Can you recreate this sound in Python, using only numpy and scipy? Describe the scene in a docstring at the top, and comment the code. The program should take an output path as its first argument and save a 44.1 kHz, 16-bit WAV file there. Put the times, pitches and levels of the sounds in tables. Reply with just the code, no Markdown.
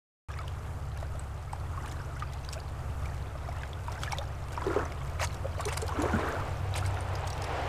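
"""A lake shore, one microphone close to a shelf of ice. After a moment of silence small waves lap under
it: trapped air plops, droplets tick and water trickles back, while far off an engine idles over a low
rumble of wind. From 2.5 s crests slap the ice now and then. Near 4.7 s and 6 s waves flood the gap under
the shelf with bubbles; meanwhile a second distant engine comes in and briefly speeds up. The swell builds
on the open shore, and a last wave rushes in."""
import sys
import numpy as np
from scipy import signal
from scipy.fft import rfft, irfft, next_fast_len
from scipy.io import wavfile
from scipy.ndimage import map_coordinates

SR = 44100
rng = np.random.default_rng(int(sys.argv[2]) if len(sys.argv) > 2 else 0)


def store_pcm(level_fs):
    """Save levels as 16-bit WAV."""
    pcm = np.round(np.clip(level_fs, -1, 1) * 32767).astype(np.int16)
    wavfile.write(sys.argv[1], SR, np.atleast_2d(pcm).T)


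N = 338688
T = np.arange(N) / SR

# spectrum of spray on the ice: (frequency [Hz], gain [dB])
SPRAY = [(1500, 1), (2500, 5), (4000, 7), (7500, 3), (10000, -0.5), (15000, -8)]


def plops():
    """An air pocket closes with a short wet knock; its note sags, then climbs as the bubble surfaces."""
    # air pockets under the ice: (time [s], level [dB], pitch [Hz], life [s])
    pockets = [(0.388, -34.5, 1250, 0.024), (1.027, -32, 645, 0.013), (1.15, -37, 600, 0.019),
               (1.532, -27, 828, 0.007), (1.775, -35.5, 1070, 0.024), (2.223, -27.5, 1190, 0.02),
               (2.557, -38, 625, .045), (3.352, -34.5, 607, 0.014), (3.487, -28.5, 680, 0.01),
               (3.634, -29, 1520, 0.0067), (3.882, -30, 927, 0.015), (4.034, -25, 1280, 0.0053),
               (4.076, -34, 1670, 0.018), (4.121, -30, 2140, .016), (4.131, -24, 840, 0.011),
               (4.187, -32, 550, 0.032), (4.216, -31, 797, 0.015), (4.576, -25, 914, 0.01),
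               (4.619, -27, 980, 0.0092), (4.665, -20.5, 380, 0.033), (4.684, -25, 326, 0.05),
               (4.702, -35, 1290, 0.029), (4.763, -19, 400, 0.027), (5.197, -25, 1207, 0.0086),
               (5.445, -30.5, 528, 0.035), (5.579, -31.5, 596, .014), (5.595, -26, 656, 0.017),
               (5.659, -27, 401, 0.046), (5.685, -33, 2580, .022), (5.824, -28, 435, 0.033),
               (5.89, -33, 850, .027), (5.922, -28.5, 1060, 0.013), (5.985, -25, 284.6, 0.077),
               (6.038, -22.5, 530, 0.012), (6.057, -18, 347, 0.008), (6.133, -29.5, 1417, 0.033),
               (6.137, -19, 206, 0.044), (6.333, -31, 563, 0.027), (6.971, -32, 1375, 0.016),
               (7.236, -31, 795, .02)]
    sag_share, sag_s, climb_per_s = 0.35, 0.00097, 5.43
    note_db, churn_db, knock_db = -1.5, 4.5, -8.5
    knock_t60_s, slosh_t60_s, slosh_db = 0.015, 0.06, -13.5  # the slosh is relative to the knock
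    out, t = np.zeros(N), np.arange(SR // 6) / SR
    for s, db, hz, life in pockets:
        age, rise = t / life, climb_per_s * life
        pitch = hz * (1 + sag_share * np.exp(-t / sag_s) + rise * np.minimum(age, 1.6) ** 2)
        envelope = (1 - np.exp(-2 * t * hz)) * np.exp(-1.9 * age ** 1.34)
        shape = map_coordinates(rng.standard_normal(128), [t * 300], mode="mirror")
        churn = amp(churn_db * shape * np.minimum(2 * age, 1))  # the pocket changes shape
        note = churn * envelope * np.sin(2 * np.pi * np.cumsum(pitch) / SR)
        band = signal.butter(2, [0.46 * hz, 1.72 * hz], "band", fs=SR)
        decay = amp(-60 * t / knock_t60_s) + amp(slosh_db - 60 * t / slosh_t60_s)
        knock = decay * unit(signal.lfilter(*band, rng.standard_normal(len(t))))
        add(out, s, amp(db) * (amp(note_db) * note + amp(knock_db) * knock))
    return out


def floods():
    """A wave filling the gap under the shelf churns up a swarm of bubbles; the gap rings and muffles them."""
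    # resonances of the gap: (frequency [Hz], gain [dB])
    gap = [(130, -27), (250, 0.5), (400, 4.5), (650, -2), (950, -0.5), (1300, 1), (1600, -5.5), (2200, -15),
           (3500, -28), (7000, -46)]
    flow = flood_flow() * amp(1.5 * wobble(25))
    swarm = bubbles(count=7000, low_hz=245, high_hz=4205, cycles=5.4, spread_db=1.8, rise=0.06, samples=650)
    return flow * coloured(swarm + amp(2.5) * rng.standard_normal(N), gap)


def flood_flow():
    """A wave fills the gap quickly, holds, and drains more slowly."""
    # waves under the shelf: (time when full [s], hold [s], level [dB])
    waves = [(4.68, 0.12, -37), (6.0, 0.32, -34.5)]
    fill_db_per_s, drain_db_per_s = 147, 92
    return sum(amp(db - fill_db_per_s * np.maximum(s - T, 0) - drain_db_per_s * np.maximum(T - s - hold, 0))
               for s, hold, db in waves)


def drops():
    """A droplet cracks on impact and rings a tiny bubble; four smaller ones scatter around it."""
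    # large droplets on water and ice: (time [s], level [dB], bubble pitch [Hz], bubble gain [dB])
    droplets = [(0.388, -39, 4800, 0), (0.48, -36, 3000, 5), (1.1947, -40, 7940, 9), (1.5297, -40, 8200, 5),
                (1.9135, -36, 4020, -16), (2.2007, -39, 3000, 4), (2.3342, -36, 6070, -11),
                (2.4478, -37.5, 3910, 0), (2.4893, -36, 4700, 9), (2.528, -34, 5400, 4),
                (2.533, -37, 7700, 8), (2.602, -43, 4670, 8), (3.057, -40, 3200, -11),
                (3.732, -47.5, 3390, 15.5), (4.0343, -26.5, 3240, -1), (4.1224, -27.5, 5540, 4),
                (4.185, -30, 3600, 9), (4.8534, -42.5, 6000, 9), (4.9214, -36.5, 2170, 5),
                (5.2727, -37, 4340, 7), (5.345, -33.5, 4530, -12), (5.608, -31, 7440, 1),
                (5.6541, -21.5, 6200, -6), (5.7755, -20, 7260, -11), (5.8192, -29.5, 7300, 0),
                (5.88, -29, 5500, -18), (6.0208, -27, 6800, -6), (6.7404, -35.5, 3840, 9),
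                (6.862, -34, 8200, 3), (7.007, -39.5, 8900, 7), (7.1541, -32.5, 4950, 2.5),
                (7.2732, -26.5, 3240, -8), (7.3024, -27.5, 5100, -16), (7.33, -37, 5600, 7.5),
                (7.421, -30.5, 5200, -3)]
    attack_s, ping_t60_s, crack_t60_s = 0.00022, 0.01, 0.019
    crack_db, scatter_db = -10.5, -8.5
    rings, cracks, t = np.zeros(N), np.zeros(N), np.arange(SR // 16) / SR
    envelope = (1 - np.exp(-t / attack_s)) * amp(-60 * t / ping_t60_s)

    def ping(hz):
        """One bubble, rising slightly in pitch."""
        return envelope * np.sin(2 * np.pi * hz * t * (1 + 3 * t))

    for s, db, hz, ring_db in droplets:
        add(rings, s, amp(db + ring_db) * ping(hz))
        for delay, pitch in rng.random((4, 2)):
            small_hz = np.sqrt(hz * 6000) * 2.44 ** (pitch - .5)
            add(rings, s + .007 * (delay - .3), amp(db + scatter_db) * ping(small_hz))
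        add(cracks, s, amp(db + crack_db - 60 * t / crack_t60_s) * rng.standard_normal(len(t)))
    return rings + filtered(cracks, lambda hz: amp(along(SPRAY, hz)))


def slaps():
    """A crest bursts on the ice into a dense crackle of spray above a body of larger bubbles."""
    # crests striking the ice: (middle time [s], half length [s], level [dB], body over spray [dB])
    crests = [(2.534, 0.0075, -40.5, -10), (4.034, 0.019, -46.5, 0), (4.123, 0.0043, -43, 1),
              (5.222, 0.014, -36.5, 5.5), (5.246, 0.0067, -36, -2.5), (5.603, 0.007, -50, 11),
              (5.687, 0.0056, -40, 3), (5.731, 0.01, -40, 1.5), (5.774, 0.0039, -35.5, -1),
              (5.822, 0.0036, -39.5, -7), (6.759, 0.0059, -40, 7), (6.778, 0.0092, -37, 2),
              (6.872, 0.0076, -45, -16), (7.444, 0.0042, -41, -13)]
    # spectrum of the larger bubbles: (frequency [Hz], gain [dB])
    body_spectrum = [(250, -28), (550, 4), (1200, -2.5), (2200, -2), (3200, -12)]
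    beads = bubbles(count=22000, low_hz=2110, high_hz=13000, cycles=3.8, spread_db=3, rise=0, samples=180)
    spray = coloured(beads, SPRAY)
    swarm = bubbles(count=9000, low_hz=446, high_hz=2980, cycles=2.4, spread_db=-3.3, rise=0, samples=450)
    body = coloured(swarm, body_spectrum)
    out = np.zeros(N)
    for s, half, db, body_db in crests:
        span = slice(round((s - .1) * SR), round((s + .1) * SR))
        envelope = np.exp(-((T[span] - s) / half) ** 2 / 2)
        out[span] += amp(db - 2) * envelope * (unit(spray[span]) + amp(body_db) * unit(body[span]))
    return out


def trickle():
    """Each lap leaves water running back off the ice in separate small bubbles; a few never stop."""
    # spectrum of the run-off: (frequency [Hz], gain [dB])
    runoff = [(600, -3.5), (1200, 7.5), (2200, 0), (3500, -9), (6000, -11.5), (9000, -21), (14000, -9)]
    beads = bubbles(count=2000, low_hz=696, high_hz=10080, cycles=7.9, spread_db=2.5, rise=0.046,
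                    samples=1000)
    return lap_flow() * coloured(beads, runoff)


def lap_flow():
    """Each lap swells and ebbs in the same short time, over a steady dribble."""
    # small waves at the ice edge: (middle time [s], trickle level [dB])
    laps = [(0.36, -50), (1, -57), (1.89, -50), (2.25, -53), (2.54, -53), (3.1, -53), (3.406, -59),
            (3.58, -52), (3.98, -47.5), (4.146, -49), (4.622, -47), (5.03, -52), (5.29, -52),
            (5.667, -44.5), (5.935, -51), (6.857, -48), (7.27, -49)]
    half_s, dribble_db = 0.089, -60.5
    power = sum(amp(db) ** 2 * np.exp(-((T - s) / half_s) ** 2) for s, db in laps)
    return np.sqrt(amp(dribble_db) ** 2 + power)


def ticks(count=170, gain_db=-11, spread_db=2.5, t60_s=0.016):
    """Fine droplets tick on the ice at random, harder during a lap."""
    when, size = rng.random((count, 2)).T
    strength = amp(-spread_db * np.log(np.maximum(size, .03)))
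    hits = np.bincount((when * N).astype(int), strength, N)
    decay = signal.fftconvolve(hits, amp(-60 * T[:SR // 16] / t60_s))[:N]
    return amp(gain_db) * lap_flow() * coloured(decay * rng.standard_normal(N), SPRAY)


def hollow(x):
    """The short answer of the hollows under the ice."""
    # ring of the hollows: (frequency [Hz], time to fall 60 dB [s])
    ring_times = [(200, 0.093), (2000, 0.071), (10000, 0.16)]
    hz, t, bins = signal.stft(rng.standard_normal(SR // 4), SR, nperseg=256)
    decay = amp(-60 * t / along(ring_times, hz)[:, None])
    tail = signal.istft(bins * decay, SR, nperseg=256)[1]
    return signal.fftconvolve(x, tail / np.linalg.norm(tail))[:N]


def wash():
    """The open lake murmurs; waves swell in it as a smooth rush, and moving water leaves a fine fizz."""
    # swell on the open shore, building to a last wave: (time [s], level [dB])
    swell_levels = [(0.3, -52.5), (3.7, -49.5), (5.5, -48.5), (6.2, -40.5), (6.67, -43), (7.35, -40),
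                    (7.68, -34)]
    # spectra of the open lake, the rushing waves and the foam: (frequency [Hz], gain [dB])
    lake_spectrum = [(94, 6), (160, 0), (183, -1), (213, -2.5), (329, -4), (774, -10), (1030, -9),
                     (1250, -4), (2290, -27.5), (4120, -33), (8010, -27), (13400, -34.5), (15000, -63)]
    rush_spectrum = [(150, -31), (250, -6.5), (731, 3), (1070, -3.5), (1760, -10), (2670, -13.5),
                     (3950, -22.5), (5220, -26.5), (6440, -36.5), (7000, -45), (9100, -65), (15400, -120)]
    foam_spectrum = [(1500, 9.5), (3000, 1.5), (5000, -3), (7500, -1.5), (10000, -10.5), (15000, -19)]
    swell, lap = amp(curves(swell_levels)[0]), lap_flow()
    lake = amp(-47.5 + 1.6 * wobble(5.4)) * noise(lake_spectrum)
    rush = np.hypot(swell, amp(-5.5) * lap) * amp(wobble(20)) * noise(rush_spectrum)
    # a constant fizz adds in power to the foam of laps, floods and swell
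    foam_parts = amp(-62.5), amp(-12.5) * lap, amp(-14.5) * flood_flow(), amp(-17) * swell
    foam = np.sqrt(sum(part ** 2 for part in foam_parts))
    specks = bubbles(count=3000, low_hz=3060, high_hz=14800, cycles=2.2, spread_db=3.5, rise=0.033,
                     samples=160)
    fizz = foam * coloured(specks + amp(1.5) * rng.standard_normal(N), foam_spectrum)
    return lake + rush + fizz


def engines(idle_db=-43.5):
    """Two distant engines: only low exhaust orders carry across the water; the air makes each waver."""
    # speed of the idling engine: (time [s], cycle rate [Hz])
    idle_speed = [(0.3, 17.2), (1.35, 17), (1.6, 16.5), (2.45, 16.8), (2.9, 16.4), (3.85, 16.6),
                  (7.68, 16.7)]
    # its exhaust orders: (multiple of the cycle rate, gain [dB])
    orders = [(2, -8), (3, -12), (4, 1.5), (5, -0.5), (6, -2.5), (7, -18), (8, -3.5), (13, -31.5)]
    # the second engine: (time [s], firing rate [Hz], level [dB])
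    revving = [(4.5, 85.7, -68), (5.3, 86.43, -39.5), (5.7, 87, -47), (6.1, 81.6, -36.5),
               (6.4, 91.14, -43.5), (6.75, 95.44, -32.5), (7.05, 96.3, -35.5), (7.3, 93.05, -38.5),
               (7.68, 91.2, -55)]
    cycle_hz, = curves(idle_speed)
    turn = 2 * np.pi * np.cumsum(cycle_hz) / SR
    idle = np.zeros(N)
    for k, db in orders:
        # the exhaust delays each order differently, smearing the firings into an even drone
        lag = k * k * np.pi * 3 / 8 + .12 * wobble(6)
        idle += amp(db + wobble(4)) * np.sin(k * turn + lag)
    firing_hz, rev_db = curves(revving)
    second = amp(rev_db + wobble(8)) * np.sin(2 * np.pi * np.cumsum(firing_hz) / SR)
    return np.sqrt(2) * (amp(idle_db) * idle + second)


def wind(start_db=-47, freshen_db_per_s=0.52, gust_db=2.5):
    """A low, slightly lumpy rumble that slowly freshens."""
    # spectrum of the wind: (frequency [Hz], gain [dB])
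    rumble = [(10, 7), (25, -4), (50, 2.5), (90, 8), (150, 6), (200, -21.5), (400, -41.5)]
    level_db = start_db + freshen_db_per_s * T + gust_db * wobble(3) + 0.73 * wobble(17)
    return amp(level_db) * noise(rumble)


def bubbles(count, low_hz, high_hz, cycles, spread_db, rise, samples):
    """A swarm of bubbles at rms 1, each a damped sine that climbs with `rise` as it nears the surface."""
    when, pitch, strength, life = rng.random((count, 4)).T[:, :, None]
    hz = low_hz * (high_hz / low_hz) ** pitch
    t = np.arange(samples) / SR
    age = t * hz / (cycles * (.5 + life))
    loudness = hz * amp(-spread_db * np.log(np.maximum(strength, .01)))
    envelope = (1 - np.exp(-2 * t * hz)) * np.exp(-age)
    ring = envelope * np.sin(2 * np.pi * hz * t * (1 + rise * np.minimum(age, 4) / 2))
    index = (when * N).astype(int) + np.arange(samples)
    return unit(np.bincount(index.ravel(), (loudness * ring).ravel(), N)[:N])


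def amp(db):
    """Decibels to gain."""
    return 10 ** (np.asarray(db) / 20)


def unit(x):
    """Scale to rms 1."""
    return x / np.sqrt(np.mean(x ** 2) + 1e-20)


def along(points, hz):
    """Interpolate (frequency [Hz], value) points on a log axis."""
    f, v = np.transpose(points)
    return np.interp(np.log(hz + 1), np.log(f + 1), v)


def curves(rows):
    """One value per sample for each column after the time."""
    s, *cols = np.transpose(rows)
    return [np.interp(T, s, c) for c in cols]


def wobble(rate):
    """A smooth random curve, `rate` knots a second."""
    return map_coordinates(rng.standard_normal(4096), [T * rate], mode="mirror")


def filtered(x, response):
    """Filter x by a gain that is a function of frequency."""
    m = next_fast_len(N + 8192)
    return irfft(rfft(x, m) * response(np.fft.rfftfreq(m, 1 / SR)), m)[:N]


def coloured(x, spectrum):
    """x shaped by a spectrum, at rms 1."""
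    return unit(filtered(x, lambda hz: amp(along(spectrum, hz))))


def noise(spectrum):
    """Coloured noise of rms 1."""
    return coloured(rng.standard_normal(N), spectrum)


def add(track, s, sound):
    """Mix a short sound in at time s."""
    part = track[round(s * SR):][:len(sound)]
    part += sound[:len(part)]


def scene():
    """Water close to the microphone, in front of the open lake, the far engines and the wind."""
    near = plops() + drops() + ticks() + slaps() + trickle()
    return (near + amp(-12) * hollow(near) + floods() + wash() + engines() + wind())[None]


def record(dry):
    """One microphone channel: silent for a moment, with nothing above the band limit."""
    start_s, top_hz = 0.286, 15200
    return filtered(dry[0] * (T >= start_s), lambda hz: hz < top_hz)[None]


dry = scene()
out = record(dry)
store_pcm(out)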